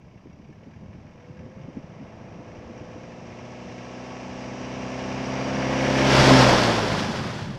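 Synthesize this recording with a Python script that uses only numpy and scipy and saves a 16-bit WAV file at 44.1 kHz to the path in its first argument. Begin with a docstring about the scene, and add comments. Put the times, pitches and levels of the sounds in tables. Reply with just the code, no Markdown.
"""A four-cylinder diesel pickup speeds up, drives right over a microphone on the ground and eases off.
Each firing of its engine feeds a booming exhaust, a growl and a clatter of metal. Underneath, the
tyres hiss and crunch on dry desert crust, the air below the truck rumbles and the cargo bed clunks.
A breeze buffets the microphone while the truck is far away, and the truck's wake does so afterwards."""
import sys
import numpy as np
from scipy import signal
from scipy.fft import rfft, irfft
from scipy.io import wavfile
from scipy.ndimage import uniform_filter1d

SR = 44100
rng = np.random.default_rng(int(sys.argv[2]) if len(sys.argv) > 2 else 0)


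def put_to_file(sound):
    """Save the sound as 16-bit audio at rate SR, in the file named by the first command-line argument."""
    columns = np.atleast_2d(sound).T  # one column per channel
    safe = np.clip(columns, -1, 1)
    whole_steps = np.round(safe * 32767)
    wavfile.write(sys.argv[1], SR, whole_steps.astype(np.int16))


N = 334278
TIME = np.arange(N) / SR

# Spectra: how strong a sound is from low to high. Each row: frequency in Hz, relative level in dB.
WIND_SPECTRUM = [(20, -10), (45, -22), (80, -2.5), (125, -1), (180, -1), (260, -10.5), (380, -18),
                 (600, -19.5), (1500, -60)]
TYRE_SPECTRUM = [(710, -47), (1200, -0.5), (1490, 0), (1600, 0), (2430, -6), (3420, -5), (3880, -9.5),
                 (4960, -7.5), (5760, -12), (6910, -19), (9720, -31.5), (10900, -32.5), (15400, -49)]
RUMBLE_SPECTRUM = [(15, -24), (30, 2), (41, -12), (75, -6), (130, 2), (230, 1), (360, 6.5), (480, 0),
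                   (590, 7), (760, -7), (880, 2), (1250, -19), (1700, -15)]
HISS_SPECTRUM = [(2500, -4), (3900, 3), (5600, 7), (6500, -9)]
INTAKE_SPECTRUM = [(90, -21), (200, 2), (300, -10.5), (420, -7), (520, -5), (680, -2), (800, -1), (1050, 0),
                   (1300, -13), (1800, -34), (3000, -25)]
CLATTER_SPECTRUM = [(710, -25), (1200, -6.5), (1620, -2.5), (1960, -1), (2250, 0), (3030, -4.5),
                    (3280, -10), (4450, -15.5), (4750, -11.5), (5570, -8.5), (5950, -10.5), (7220, -23),
                    (8900, -35), (9640, -68), (13000, -66)]
GROWL_SPECTRUM = [(140, 3.5), (260, 0.5), (340, 1.5), (450, 0.5), (650, 1), (800, -3.5), (1100, -14),
                  (1500, -14.5), (2500, -13.5), (3400, -7)]

# Modes: the pitches at which a part rings. Each row: frequency in Hz, width in Hz, boost or cut in dB.
CARGO_BED_MODES = [(337, 18, 1), (395, 47, 1), (564, 28, -2), (693, 31, 3), (802, 32, 1), (944, 21, -2.5),
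                   (1370, 28, -14), (1880, 43, -11)]
THIN_METAL_MODES = [(4950, 70, -10), (5140, 80, -11), (5410, 80, -10), (5690, 40, 3), (6030, 70, -9)]
ENGINE_BLOCK_MODES = [(1633, 44, 2), (1750, 38, 2.5), (1947, 49, -1), (2206, 29, 4.5), (2393, 50, 0.5),
                      (2697, 43, 0.5), (2910, 23, -3.5)]
ENGINE_BAY_MODES = [(213, 32, 16), (282, 19, 4), (321, 16, -7), (335, 15, 6.5), (402, 23, 3.5),
                    (466, 21, -4.5), (529, 11.5, 5.5), (548, 15, -6.5), (601, 20, 5.5), (670, 40, 4.5),
                    (742, 42, 3), (866, 51, 8), (984, 24, 7), (1119, 59, 14.5), (1301, 48, 13.5),
                    (1633, 33, 5.5), (2240, 69, -17)]
EXHAUST_PIPE_MODES = [(261.2, 31, 7)]

# Levels that change as the truck drives. Each row: time in seconds, level in dB.
BREEZE_LEVEL = [(0, -47), (1.9, -46), (3.4, -49), (3.7, -58)]
WHISTLE_LEVEL = [(4.2, -86), (5.0, -70), (5.17, -61), (5.5, -55.5), (5.9, -63), (6.2, -91.5)]
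CLATTER_LOW_BOOST = [(0, -6), (0.9, 7), (1.4, 8), (3.2, 1), (4.2, -2), (5.6, 8), (6.3, -12)]
CLATTER_TREBLE_BOOST = [(0, 0.5), (1.2, 0), (2.3, -1.5), (3.8, 4.5), (5.0, 3.5), (5.8, -1)]
HOWL_BOOST = [(0.8, 1), (1.6, 9), (2.3, 11), (3.0, 10.5), (3.8, 4.5), (4.7, 3.5), (5.5, 6.5)]
ENGINE_EFFORT = [(0, -14), (1.2, -9.5), (2.3, -4.5), (4, -2), (5.3, -0.26), (6.3, 0.5), (7.0, -1.5),
                 (7.35, -7.5), (7.58, -19.5)]  # pulling away, full power, easing off

# Wind thuds and cargo bed clunks. Each row: start in seconds, relative strength in dB.
WIND_THUDS = [(0.252, -30.5), (0.386, -36), (0.492, -33), (0.664, -31.5), (1.043, -38), (1.293, -35),
              (1.421, -35), (1.459, -29.5), (1.677, -26), (1.76, -20), (1.996, -30), (2.011, -32),
              (2.381, -27.5), (2.694, -31), (2.805, -27), (2.949, -28.5), (3.39, -39), (3.433, -34),
              (6.92, -19), (7.004, -20), (7.085, -18), (7.205, -27), (7.252, -22)]
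BED_CLUNKS = [(6.485, -12.5), (6.677, -17.5), (6.781, -16), (6.924, -20), (7.134, -27), (7.241, -25),
              (7.321, -35)]
# Brief swells and dips as the truck is overhead. Each row: time in seconds, width in seconds, change in dB.
ROAR_SWELLS = [(6.175, 0.03, 2), (6.283, 0.008, 2.5), (6.314, 0.012, 5), (6.375, 0.025, 1.5),
               (6.455, 0.02, -2)]
BOOM_SWELLS = [(6.205, 0.022, 6), (6.245, 0.015, -5)]

# Engine speed as heard. Each row: time in seconds, firings per second.
FIRING_RATE = [(0.0, 30), (0.23, 32.4), (1.02, 44), (1.62, 50.9), (2.03, 54.3), (2.25, 55.6), (2.75, 57.9),
               (3.75, 61.5), (4.25, 62.6), (4.75, 63.4), (5.25, 64.7), (5.5, 65.7), (6.0, 66.5),
               (6.3, 66.3), (6.6, 60.3), (7.58, 33.2)]
# An "order" is a tone at a multiple of the firing rate. These are the exhaust's low ones.
# Each row: multiple, dB against the boom when pulling, the same when coasting, change in dB when overhead.
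EXHAUST_ORDERS = [(1, -10, -27, -7), (2, -0.5, -2, -2.5), (2.25, -22.5, -13, -11), (2.5, -20, -7, -10.5),
                  (3, -2, 5, -20.5), (3.25, -7.5, -10, -9), (3.5, -7, -4, -22)]
# The orders that the growl favours. Each row: multiple, boost in dB.
GROWL_ORDERS = [(5, 6), (5.5, 3), (6, 6), (7, 3), (7.5, 3), (8, 5), (8.5, 3), (9, 4), (9.5, -1.5), (10, 4),
                (10.5, 3.5), (11, 3), (11.5, 3), (12, 5), (12.5, 2), (13.5, 2), (18, 2)]
# How much harder or softer each of the four cylinders knocks, in dB.
CYLINDER_KNOCK_DB = (1.5, 0, -1.5, 0)

# How each sound passes by. Each row: metres behind the engine, closest distance in metres, base level
# at 1 metre in dB, dB lost at ten times the distance, boost to the rear in dB, how much effort counts.
TYRE_PATH = (0.15, 1.0, -22, 31, 7.5, 0.62)
RUMBLE_PATH = (0.9, 0.9, -21, 31, 1, 0.64)
HISS_PATH = (0.3, 0.9, -33.5, 36, 6, 1)
INTAKE_PATH = (1.2, 0.93, -22.5, 25.5, -1, 0.44)
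THIN_METAL_PATH = (-0.14, 1.5, -44.5, 21, -3.5, 1.0)
CLATTER_PATH = (0.24, 1.0, -28.5, 24.5, -2, 0.49)
GROWL_PATH = (0.95, 0.88, -21.5, 16.5, -1.5, 1.38)
SILENCER_PATH = (1, 0.43, -24.5, 22, -2, 2.1)
TAILPIPE_PATH = (1.5, 2.7, -31.5, 16, 3, 1)
OCTAVE_PATH = (1, 1.42, -28.5, 19, -0.5, 0.7)
# A standing wave (loud and quiet spots) under the truck. In order: metres from the engine back to the
# loudest spot, spacing of loud spots in metres, reach in metres, depth in dB.
UNDERBODY_WAVE = (0.81, 1.55, 0.95, 7.5)


def from_db(db):
    """Turn decibels into a gain, a number to multiply a sound by."""
    return np.exp(np.asarray(db) * (np.log(10) / 20))


def rms_one(x):
    """Scale a sound so that its average power is 1."""
    return x / np.sqrt(np.mean(x ** 2) + 1e-20)


def curve(rows):
    """Join a table's points in time with straight lines."""
    return np.interp(TIME, *np.transpose(rows))


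def spectrum_db(spectrum, hz):
    """Read a spectrum's level at any frequency."""
    points_hz, db = np.transpose(spectrum)
    return np.interp(np.log(np.maximum(hz, 1)), np.log(points_hz), db)


def resonance_db(modes, hz):
    """How much a set of modes boosts or cuts each frequency."""
    return sum(db / (1 + (2 * (hz - centre) / width) ** 2) for centre, width, db in modes)


def colour(x, spectrum, modes=()):
    """Shape a sound with a spectrum and modes, fading steeply past the spectrum's ends."""
    hz = np.arange(N // 2 + 1) * SR / N + 1
    low_cut = 1 + (.8 * spectrum[0][0] / hz) ** 12
    high_cut = 1 + (.8 * hz / spectrum[-1][0]) ** 12
    gain = from_db(spectrum_db(spectrum, hz) + resonance_db(modes, hz)) / np.sqrt(low_cut * high_cut)
    return rms_one(irfft(rfft(x) * gain, N))


def noise(spectrum):
    """Steady noise with the given spectrum."""
    return colour(rng.standard_normal(N), spectrum)


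def filtered(x, order, hz, kind):
    """Keep the lows, the highs or one band of a sound."""
    return signal.sosfilt(signal.butter(order, hz, kind, fs=SR, output="sos"), x)


def shelf(x, hz, gain_db):
    """Turn everything above a frequency up or down."""
    low = signal.sosfiltfilt(signal.butter(2, hz, fs=SR, output="sos"), x)
    return low + from_db(gain_db) * (x - low)


def drift(rate_hz, step=1):
    """A smooth random wobble of about 1 either way, with one value every `step` samples."""
    hop = 40
    pole = np.exp(-2 * np.pi * hop * rate_hz / SR)
    slow = signal.lfilter([1], [1, -2 * pole, pole * pole], rng.standard_normal(N // hop + 2002))[2000:]
    return np.interp(np.arange(0, N, step) / hop, np.arange(len(slow)), rms_one(slow))


def swells(rows):
    """A gain that briefly swells or dips at the listed times."""
    return from_db(sum(db * np.exp(-((TIME - s) / width_s) ** 2) for s, width_s, db in rows))


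def tone(cycles, scatter=0.19):
    """A pure tone that dips near the start of each cycle, so several add up to a thump."""
    return -np.sqrt(2) * np.cos(2 * np.pi * (cycles + rng.uniform(-scatter, scatter)))


def ring(hits, modes, contact_s=0.003):
    """Each hit is a short, rough contact that makes metal ring, a little differently every time."""
    energy = signal.lfilter([1], [1, -np.exp(-1 / (contact_s * SR))], hits + 1e-18)
    blows = np.sqrt(energy) * rng.standard_normal(N)
    blows = filtered(blows, 4, [.8 * modes[0][0], 1.1 * modes[-1][0]], "band")
    return rms_one(sum(from_db(db) * signal.lfilter(*signal.iirpeak(hz, hz / width, fs=SR), blows)
                       for hz, width, db in modes))


def pass_gain(path, travel):
    """Gain from distance, direction and effort; travel is the engine's metres past the microphone."""
    place_m, closest_m, level_db, loss_db, rearward_db, effort_share = path
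    distance = np.hypot(travel - place_m, closest_m)
    facing = (travel - place_m) / distance  # -1 coming, +1 going
    effort_db = effort_share * curve(ENGINE_EFFORT)
    return from_db(level_db - loss_db * np.log10(distance) + rearward_db * facing + effort_db)


def wind(travel, wake_db=-37.5, wake_behind_m=6, wake_width_m=3.4, thud_db=-10, thud_hz=182, thud_s=0.0083):
    """Air swirls at the microphone: a lumpy breeze, then a smoother wake. The strongest swirls thud."""
    breeze = from_db(curve(BREEZE_LEVEL)) * rms_one(from_db(4 * np.minimum(drift(30), 2)))
    wake = from_db(wake_db - 3.5 * drift(6.4)) / np.hypot(1, (travel - wake_behind_m) / wake_width_m)
    out = np.hypot(breeze, wake) * noise(WIND_SPECTRUM)
    swirls = filtered(rng.standard_normal(N), 3, [0.58 * thud_hz, 1.71 * thud_hz], "band")
    swirls /= np.sqrt(uniform_filter1d(swirls ** 2, size=900) + 1e-12)  # even out their level
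    for start_s, strength_db in WIND_THUDS:
        age = np.clip((TIME - start_s) / thud_s, 0, 20)
        out += from_db(strength_db + thud_db) * age * np.exp(1 - age) * swirls
    return out


def cargo_bed():
    """The empty bed's sheet metal clunks over bumps; the strongest row sets the peak level."""
    start_s, strength_db = np.transpose(BED_CLUNKS)
    hits = np.zeros(N)
    hits[(start_s * SR).astype(int)] = from_db(strength_db) ** 2
    out = ring(hits, CARGO_BED_MODES, contact_s=0.011)
    return from_db(strength_db.max()) * out / np.abs(out).max()


def underbody_hiss(travel, opens_m=-0.33, edge_m=0.12):
    """A bright rush, blocked by the plate under the engine until its edge has gone by."""
    uncovered = .5 + .5 * np.tanh((travel - opens_m) / edge_m)
    return pass_gain(HISS_PATH, travel) * uncovered * noise(HISS_SPECTRUM)


def underbody_rumble(travel, shake_db=1.6):
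    """The gap between ground and truck roars, less evenly as the light rear end shakes past."""
    shake = from_db(shake_db * np.clip(travel, 0, 1) * drift(21))
    return pass_gain(RUMBLE_PATH, travel) * swells(ROAR_SWELLS) * shake * noise(RUMBLE_SPECTRUM)


def tyres(travel, crumbs_per_s=1800, size_db=4, grit_db=-6, patchy_db=1):
    """The tread hisses while crumbs of dry crust crack under it."""
    sizes = from_db(size_db * np.minimum(rng.exponential(1, N), 5)) * rng.choice([-1, 1], N)
    grit = colour(sizes * (rng.random(N) < crumbs_per_s / SR), TYRE_SPECTRUM)
    crunch = noise(TYRE_SPECTRUM) + from_db(grit_db) * grit
    return pass_gain(TYRE_PATH, travel) * rms_one(crunch * from_db(patchy_db * drift(35)))


def whistle(hz=4745, width_hz=70):
    """A thin, breathy whistle at full power, probably the turbocharger."""
    peak = signal.iirpeak(hz, hz / width_hz, fs=SR)
    breath = signal.lfilter(*peak, rng.standard_normal(N))
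    return from_db(curve(WHISTLE_LEVEL)) * rms_one(signal.lfilter(*peak, breath))


def whine(firings, order=10.5, full_at_s=1.235, hold_s=0.33, level_db=-56):
    """One clean engine tone swells, holds and fades as the truck starts to pull."""
    age = TIME - full_at_s
    rise_db = 100 * np.minimum(age, 0)
    fall_db = 38 * np.maximum(age - hold_s, 0)
    return from_db(level_db + rise_db - fall_db) * tone(order * firings)


def intake_roar(firings, travel, throb_db=3.5, thump_db=1.5):
    """Air rushing into the engine throbs with the boom, and more on every other firing."""
    throb = from_db(throb_db * np.cos(4 * np.pi * firings) + thump_db * np.cos(np.pi * firings))
    return pass_gain(INTAKE_PATH, travel) * swells(ROAR_SWELLS) * rms_one(noise(INTAKE_SPECTRUM) * throb)


def combustion(firings, speed, knock_db=0.5, slow_boost_db=4, uneven_db=1.9, fast_hz=64):
    """One spike of energy per firing: harder at low speed, and never quite the same twice."""
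    number = np.floor(firings - 0.4).astype(int)  # the knock comes 0.4 of the way through a firing
    at = np.flatnonzero(np.diff(number))
    slowness = np.clip((fast_hz - speed[at]) / (fast_hz - speed[0]), 0, 1)
    hit_db = knock_db + slowness * slow_boost_db + np.take(CYLINDER_KNOCK_DB, number[at], mode="wrap")
    hits = np.zeros(N)
    hits[at] = from_db(hit_db + uneven_db * rng.standard_normal(len(at))) ** 2
    return hits


def knock_gain(hits, attack_s=0.002, decay_s=0.013):
    """The rattle jumps up at each knock; at high speed the knocks run together."""
    age = np.arange(SR // 10) / SR
    shape = (1 - np.exp(-age / attack_s)) * np.exp(-age / decay_s)
    power = 1 + signal.fftconvolve(hits, (shape / shape.max()) ** 2)[:N]
    return np.sqrt(power / uniform_filter1d(power, size=16000))


def diesel_clatter(hits, travel, split_hz=3200, lows_hz=1130, treble_hz=2800, block_ring_db=-4.5):
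    """Knocks rattle the engine block and ring it and thin metal parts; fuel injectors tick above."""
    knock = knock_gain(hits)
    rattle = filtered(rms_one(knock) * rng.standard_normal(N), 4, split_hz, "low")
    ticks = filtered(rms_one(knock ** 0.18) * rng.standard_normal(N), 4, split_hz, "high")  # more even
    block = colour(rattle + ticks, CLATTER_SPECTRUM, ENGINE_BLOCK_MODES)
    lows_db = curve(CLATTER_LOW_BOOST)
    block = from_db(lows_db) * shelf(block, lows_hz, -lows_db)  # changes only the lows
    block = shelf(block, treble_hz, curve(CLATTER_TREBLE_BOOST))
    block += from_db(block_ring_db) * ring(hits, ENGINE_BLOCK_MODES)
    thin_metal = ring(hits, THIN_METAL_MODES)
    return pass_gain(CLATTER_PATH, travel) * block + pass_gain(THIN_METAL_PATH, travel) * thin_metal


def engine_growl(firings, speed, travel, flutter_db=1.6, odd_quarter_db=-6, howl_hz=503, step=40):
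    """Four unequal firings repeat, making a tone every quarter order; the engine bay colours them."""
    grid_hz = np.arange(1, 4000)
    bay_db = spectrum_db(GROWL_SPECTRUM, grid_hz) + resonance_db(ENGINE_BAY_MODES, grid_hz)
    boost_db = dict(GROWL_ORDERS)
    howl = [(howl_hz, 50, curve(HOWL_BOOST)[::step])]  # a hollow mode that sings as the engine pulls
    cycle = firings / 4 % 1
    out = np.zeros(N)
    for quarter in range(17, 184):
        order = quarter / 4
        hz = order * speed[::step]
        level_db = np.interp(hz, grid_hz, bay_db) + odd_quarter_db * (quarter % 2) + boost_db.get(order, 0)
        level_db += resonance_db(howl, hz) + flutter_db * drift(1.76, step)
        gain = np.repeat(from_db(level_db), step)[:N]
        scatter = rng.uniform(-.5, .5)  # many paths out of the bay shift each tone's timing
        out -= gain * np.cos(2 * np.pi * (quarter * cycle + scatter))
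    return pass_gain(GROWL_PATH, travel) * rms_one(out)


def boom_octave(firings, speed, travel, waver_db=0.43):
    """The octave above the boom climbs into the pipe's mode; its loud and quiet spots sweep past."""
    place_m, spacing_m, reach_m, depth_db = UNDERBODY_WAVE
    offset = travel - place_m
    spots_db = depth_db * np.cos(2 * np.pi * offset / spacing_m) * np.exp(-(offset / reach_m) ** 2)
    pipe_db = resonance_db(EXHAUST_PIPE_MODES, 4 * speed) + waver_db * drift(6)
    return pass_gain(OCTAVE_PATH, travel) * from_db(spots_db + pipe_db) * tone(4 * firings)


def exhaust_boom(firings, speed, travel, coast_hz=44, pull_hz=52, near_m=0.62):
    """Silencer, then tailpipe, give out a boom at twice the firing rate and the low tones around it."""
    slowing = speed < np.maximum.accumulate(speed) - 2
    coasting = np.clip((pull_hz - speed) / (pull_hz - coast_hz), 0, 1) * slowing
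    overhead = 1 / (1 + ((travel - SILENCER_PATH[0]) / near_m) ** 2)
    silencer = pass_gain(SILENCER_PATH, travel) * swells(BOOM_SWELLS)
    gain = np.hypot(silencer, pass_gain(TAILPIPE_PATH, travel))
    waver_db = 0.43 - 0.5 * coasting
    out = np.zeros(N)
    for order, pulling_db, coasting_db, overhead_db in EXHAUST_ORDERS:
        level_db = pulling_db + coasting * (coasting_db - pulling_db) + overhead_db * overhead
        out += from_db(level_db + waver_db * drift(4.6)) * tone(order * firings)
    return gain * out


def scene(metres_per_firing=0.069, overhead_s=6.166, jolt_db=0.5, faint_hiss_db=-90):
    """The truck drives by in one gear, so each firing moves it equally far; add wind and a faint hiss."""
    speed = curve(FIRING_RATE) * (1 + .001 * drift(8))
    firings = np.cumsum(speed) / SR  # how many firings so far
    travel = metres_per_firing * (firings - np.interp(overhead_s, TIME, firings))
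    truck = engine_growl(firings, speed, travel)
    truck += boom_octave(firings, speed, travel) + exhaust_boom(firings, speed, travel)
    truck += whine(firings) + whistle() + intake_roar(firings, travel)
    truck += diesel_clatter(combustion(firings, speed), travel) + underbody_hiss(travel)
    jolts = from_db(jolt_db * drift(14))  # uneven ground shakes the body and tyres together
    truck += jolts * (underbody_rumble(travel) + tyres(travel)) + cargo_bed()
    return (truck + wind(travel) + from_db(faint_hiss_db) * rng.standard_normal(N))[None]


def record(dry):
    """Round off the loudest peaks and cut the treble above 15500 Hz."""
    rounded = 1.328 * np.tanh(dry / 1.278)
    return signal.sosfilt(signal.ellip(10, .1, 80, 15500, fs=SR, output="sos"), rounded)


dry = scene()
out = record(dry)
put_to_file(out)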